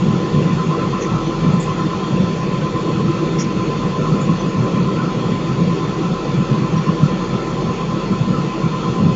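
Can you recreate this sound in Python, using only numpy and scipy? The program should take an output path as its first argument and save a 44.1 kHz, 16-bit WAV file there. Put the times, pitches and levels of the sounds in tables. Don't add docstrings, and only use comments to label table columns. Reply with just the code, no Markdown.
import sys
import numpy as np
from scipy import signal
from scipy.fft import rfft, irfft, next_fast_len
from scipy.io import wavfile
from scipy.ndimage import uniform_filter1d, map_coordinates

SR = 44100
rng = np.random.default_rng(int(sys.argv[2]) if len(sys.argv) > 2 else 0)


def gain_from_db(level_db):
    decades = np.asarray(level_db, float) / 20
    return 10 ** decades


def waveform_to_disk(signal):
    frames = np.transpose(np.atleast_2d(signal))
    scaled = np.clip(frames, -1, 1) * 32767
    samples = np.round(scaled).astype(np.int16)
    wavfile.write(sys.argv[1], SR, samples)


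N = 403515
T = np.arange(N) / SR

# time in seconds, level in dB.
BOOM_LEVEL = [(0.0, -22), (0.15, -17.5), (0.2, -26), (0.36, -13.5), (0.76, -18.5), (0.94, -17.5),
              (1.02, -25), (1.12, -15.5), (1.32, -22), (1.5, -17), (1.91, -23.5), (2.06, -18), (2.24, -12),
              (2.27, -21.5), (2.65, -17.5), (2.7, -29.5), (2.75, -12), (2.78, -22.5), (3.08, -13.5),
              (3.11, -19.5), (3.36, -19.5), (3.41, -14.5), (3.56, -24.5), (3.9, -16), (3.95, -25.5),
              (4.03, -10.5), (4.05, -18), (4.28, -11.5), (4.43, -22.5), (4.48, -12.5), (4.53, -31.5),
              (4.56, -14.5), (4.71, -25), (4.74, -17.5), (5.76, -17.5), (5.83, -27), (5.89, -16),
              (5.94, -26), (6.14, -15.5), (6.19, -25.5), (6.42, -15), (6.45, -23.5), (6.52, -14),
              (6.65, -12), (6.68, -23), (6.78, -11.5), (6.86, -35.5), (6.88, -14), (6.98, -25), (7.03, -13),
              (7.08, -21), (8.31, -20), (8.44, -17), (8.51, -27.5), (8.66, -17), (8.79, -25), (8.92, -14.5),
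              (8.95, -23), (9.05, -12), (9.15, -18.5)]
# frequency in Hz, relative density in dB per Hz.
BOOM_COLOUR = [(35, -66), (60, -34.5), (75, -22.5), (133, -4.5), (161, 1.5), (187, -2.5), (270, -17),
               (350, -33), (590, -120)]
# frequency in Hz, relative density in dB per Hz.
RUSH_COLOUR = [(150, -31), (250, -13.5), (268, -9), (327, 1.5), (356, -5.5), (387, -1), (425, -6.5),
               (479, -3), (662, -17.5), (720, -22.5), (940, -44), (1580, -120)]
# frequency in Hz, relative dB per Hz.
HISS_COLOUR = [(410, -46.5), (690, -14.5), (947, -12.5), (1055, -13.5), (1100, -8.5), (1340, -10.5),
               (1520, -20.5), (2610, -16), (3480, -20.5), (3820, -25), (4430, -27), (6840, -24.5),
               (7520, -33), (7700, -52.5), (8300, -63.5), (8630, -53), (11200, -86.5), (19000, -120)]
# centre in Hz, width in Hz, lift in dB.
HOOD_RESONANCES = [(776, 98, 8.5), (920, 110, 5), (1075, 45, 6), (1114, 44, 0.5), (1220, 70, 2),
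                   (1314, 56, 8.5), (1371, 51, 1.5), (1461, 45, 4.5), (1570, 40, 4), (1778, 87, 5),
                   (1817, 43, 3.5), (1987, 42, 7), (2340, 32, 5), (2550, 64, 5.5), (2730, 53, 4),
                   (3240, 22, 8), (3384, 60, 5.5), (3560, 54, 7), (4350, 1130, 5.5), (4300, 120, 2.5),
                   (4480, 82, 3.5)]
# frequency in Hz, relative density in dB per Hz.
RUMBLE_COLOUR = [(15, -45.5), (22, -6.0), (45, -4.0), (62, -8), (70, -47.5)]
# centre time in seconds, peak level in dB rms, pitch in Hz.
SURGES = [(.24, -18, 332), (1.29, -22, 325), (1.86, -20.5, 332), (3.1, -17, 338), (3.23, -16, 346),
          (6.01, -20, 326), (2.27, -33, 1320), (4.9, -36, 1330), (4.98, -30, 1350), (5.91, -33, 1310),
          (6.05, -37, 1300), (7.4, -33, 1320), (2.63, -37, 1510), (5.0, -33, 1470)]
# time in seconds, pitch in Hz, level before beating in dB rms.
LOW_WHINE_DRIFT = [(0, 1022.09, -34), (.8, 1022.09, -32), (1.2, 1022.1, -33.5), (1.8, 1022.2, -33.5),
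                   (2.5, 1022.1, -33), (3.2, 1022.05, -33.5), (4.2, 1021.82, -33.6), (5.2, 1021.9, -34.6),
                   (6.5, 1021.95, -35), (7.7, 1021.68, -34.6), (8.6, 1022.0, -33.5), (9.15, 1022.05, -33)]
# pitch in Hz, mean level in dB over the lowest whine.
UPPER_WHINES = [(1030.429, -6.5), (1031.417, -12)]
# frequency in Hz, relative density in dB per Hz.
PANEL_COLOUR = [(900, -65), (990, -6), (1050, -5), (1085, 1), (1130, -8), (1190, -13.5), (1300, -62.5)]
# multiple of the shaft rate, nominal level in dB rms.
SHAFT_ORDERS = [(1, -41), (4, -35), (5, -38)]
# pitch in Hz, nominal level in dB rms.
STRAY_TONES = [(51.89, -51), (200.1, -35), (328.2, -38), (375.1, -43), (846.2, -55), (968.5, -53),
               (1122, -50), (1435.5, -50), (1579.3, -60), (1593.9, -59), (1709.6, -64), (1744.1, -57),
               (1813.2, -60), (1830.5, -61), (3470.9, -62), (3553.7, -60), (3873.9, -66), (4196.8, -60),
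               (4299.9, -59), (4321.9, -63), (4357.8, -62), (4442.1, -62), (4481.8, -64), (3601.4, -65),
               (4178.8, -66), (4364.5, -66), (4448, -65), (4520, -67), (4680.8, -67), (4761.5, -69),
               (4841, -70), (5165.3, -69)]
# start in seconds, level before shaping in dB, centre in Hz, half width in Hz,
# duller part in dB over the bright one.
FAR_TICKS = [(1.005, -34, 6300, 606, 0.5), (1.007, -47.5, 5670, 300, -20), (1.596, -38, 7070, 653, -28),
             (3.382, -33.5, 5410, 450, -2.5), (3.388, -36, 6500, 596, -22), (4.201, -40.5, 6880, 500, -25)]
# start in seconds, level before shaping in dB, pitch in Hz.
GLASSY_RINGS = [(3.383, -31, 5705), (4.383, -38, 6080), (6.76, -38, 5700)]

LUMPS_PER_S, LUMP_DB = 23, 3.4
EVENING = 0.65
RUSH_DB, RUSH_FOLLOWS = -25, 0.053
GUSTS_PER_S, GUST_DB = 19, 1.3
HISS_DB, HISS_SAG_DB_PER_S = -31, 0.0762
FLUTTERS_PER_S, FLUTTER_DB = 22, 3.2
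FLUTTER_HZ, FLUTTER_WIDTH_HZ = 1300, 190
SURGE_S, SURGE_WIDTH_HZ = 0.019, 30
IN_STEP_S = 5.828
WHINE_WAVER_DB = 0.8
PEAKING, PEAK_LAG_S = 0.55, 0.011
BUZZ_DB, BUZZ_POWER = -5, 2.1
SHAFT_HZ = 48.12
TICK_RISE_S, TICK_HOLD_S, TICK_T60_S = 0.003, 0.028, 0.14
BURSTS_PER_S, BURST_DB = 150, 3.2
DULL_HZ, DULL_WIDTH_HZ = 2050, 500
RING_SHORTER = 1.6


def unit(x):
    return x / np.sqrt(np.mean(x ** 2) + 1e-20)


def along(points, hz):
    f, v = np.transpose(points)
    return np.interp(np.log(hz + 1), np.log(f + 1), v)


def wobble(knots_per_s):
    return map_coordinates(rng.standard_normal(400), [T * knots_per_s])


def filtered(x, response):
    m = next_fast_len(len(x) + 8192)
    return irfft(rfft(x, m) * response(np.fft.rfftfreq(m, 1 / SR)), m)[:len(x)]


def bell(centre_hz, width_hz):
    return lambda hz: np.exp(-((hz - centre_hz) / width_hz) ** 2)


def band_noise(length, centre_hz, width_hz):
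    return unit(filtered(rng.standard_normal(length), bell(centre_hz, width_hz)))


def evened(x, share):
    envelope = uniform_filter1d(np.abs(x), size=1500)
    return unit(x / (envelope + 0.2) ** share)


def turbulence(colour_db, patchy_db):
    z = signal.stft(rng.standard_normal(N + 1024), nperseg=1024)[2]
    patches = rng.standard_normal(z.shape)
    patches = uniform_filter1d(patches, size=6, axis=0)
    patches = uniform_filter1d(patches, size=6, axis=1)
    air = signal.istft(z * gain_from_db(patchy_db * unit(patches)), nperseg=1024)[1][:N]
    return unit(filtered(air, lambda hz: gain_from_db(colour_db(hz))))


def duct_boom(level_db):
    air = turbulence(lambda hz: along(BOOM_COLOUR, hz), patchy_db=-0.5)
    lumps = gain_from_db(LUMP_DB * wobble(LUMPS_PER_S))
    return gain_from_db(level_db) * unit(lumps * evened(air, EVENING))


def baffle_rush(boom_db):
    level_db = RUSH_DB + RUSH_FOLLOWS * (boom_db - boom_db.mean())
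    gusts_db = GUST_DB * wobble(GUSTS_PER_S)
    return gain_from_db(level_db + gusts_db) * turbulence(lambda hz: along(RUSH_COLOUR, hz), patchy_db=1.0)


def sash_hiss():
    def colour_db(hz):
        lift = sum(db / (1 + (2 * (hz - c) / w) ** 2) for c, w, db in HOOD_RESONANCES)
        return along(HISS_COLOUR, hz) + lift

    hiss = gain_from_db(HISS_DB - HISS_SAG_DB_PER_S * T) * turbulence(colour_db, patchy_db=1.8)
    band = filtered(hiss, bell(FLUTTER_HZ, FLUTTER_WIDTH_HZ))
    flutter = unit(gain_from_db(FLUTTER_DB * wobble(FLUTTERS_PER_S)))
    return hiss + band * (flutter - 1)


def deep_rumble():
    return gain_from_db(-47.5) * turbulence(lambda hz: along(RUMBLE_COLOUR, hz), patchy_db=2.5)


def airflow():
    boom_db = np.interp(T, *np.transpose(BOOM_LEVEL))
    return duct_boom(boom_db) + baffle_rush(boom_db) + sash_hiss() + deep_rumble()


def standing_wave_surges():
    out = np.zeros(N)
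    for s, db, hz in SURGES:
        envelope = np.exp(-((T - s) / SURGE_S) ** 2)
        out += gain_from_db(db) * envelope * evened(band_noise(N, hz, SURGE_WIDTH_HZ), 1)
    return out


def throbbing_whines():
    s, hz, db = np.transpose(LOW_WHINE_DRIFT)
    turns = np.cumsum(np.interp(T, s, hz)) / SR
    turns -= turns[round(IN_STEP_S * SR)]
    beat = np.exp(2j * np.pi * turns)
    for f, over_db in UPPER_WHINES:
        strength = gain_from_db(over_db + WHINE_WAVER_DB * wobble(2.9))
        beat = beat + strength * np.exp(2j * np.pi * f * (T - IN_STEP_S))
    throb = np.roll(np.abs(beat), round(PEAK_LAG_S * SR))
    whine = np.sqrt(2) * beat.real * throb ** PEAKING
    panel = turbulence(lambda f: along(PANEL_COLOUR, f), patchy_db=3.0)
    buzz = gain_from_db(BUZZ_DB) * panel * unit(throb ** BUZZ_POWER)
    return gain_from_db(np.interp(T, s, db)) * (whine + buzz)


def motor_hum():
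    out = np.zeros(N)
    for hz, db in [(k * SHAFT_HZ, db) for k, db in SHAFT_ORDERS] + STRAY_TONES:
        phase = rng.uniform(0, 2 * np.pi)
        strength = np.sqrt(2) * gain_from_db(db + 2 * wobble(1.53))
        out += strength * np.cos(2 * np.pi * hz * T + phase)
    return out


def tick_bursts(t):
    return gain_from_db(BURST_DB * map_coordinates(rng.standard_normal(50), [t * BURSTS_PER_S]))


def far_ticks():
    out, t = np.zeros(N + SR), T[:SR // 4]
    rise = (1 - np.exp(-t / TICK_RISE_S)) ** 2
    shape = rise * gain_from_db(-60 * np.clip(t - TICK_HOLD_S, 0, 1) / TICK_T60_S)
    for s, db, hz, width, low_db in FAR_TICKS:
        bright = band_noise(len(t), hz, width)
        dull = gain_from_db(low_db) * band_noise(len(t), DULL_HZ, DULL_WIDTH_HZ)
        out[round(s * SR):][:len(t)] += gain_from_db(db) * (bright + dull) * tick_bursts(t) * shape
    for s, db, hz in GLASSY_RINGS:
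        ring = np.sin(2 * np.pi * hz * t)
        out[round(s * SR):][:len(t)] += gain_from_db(db) * ring * tick_bursts(t) * shape ** RING_SHORTER
    return out[:N]


def scene():
    mix = airflow() + standing_wave_surges() + throbbing_whines() + motor_hum() + far_ticks()
    return mix[None]


def band_limit(x):
    return signal.sosfilt(signal.butter(12, 8780, fs=SR, output="sos"), x)


def record(dry):
    return band_limit(dry)


dry = scene()
out = record(dry)
waveform_to_disk(out)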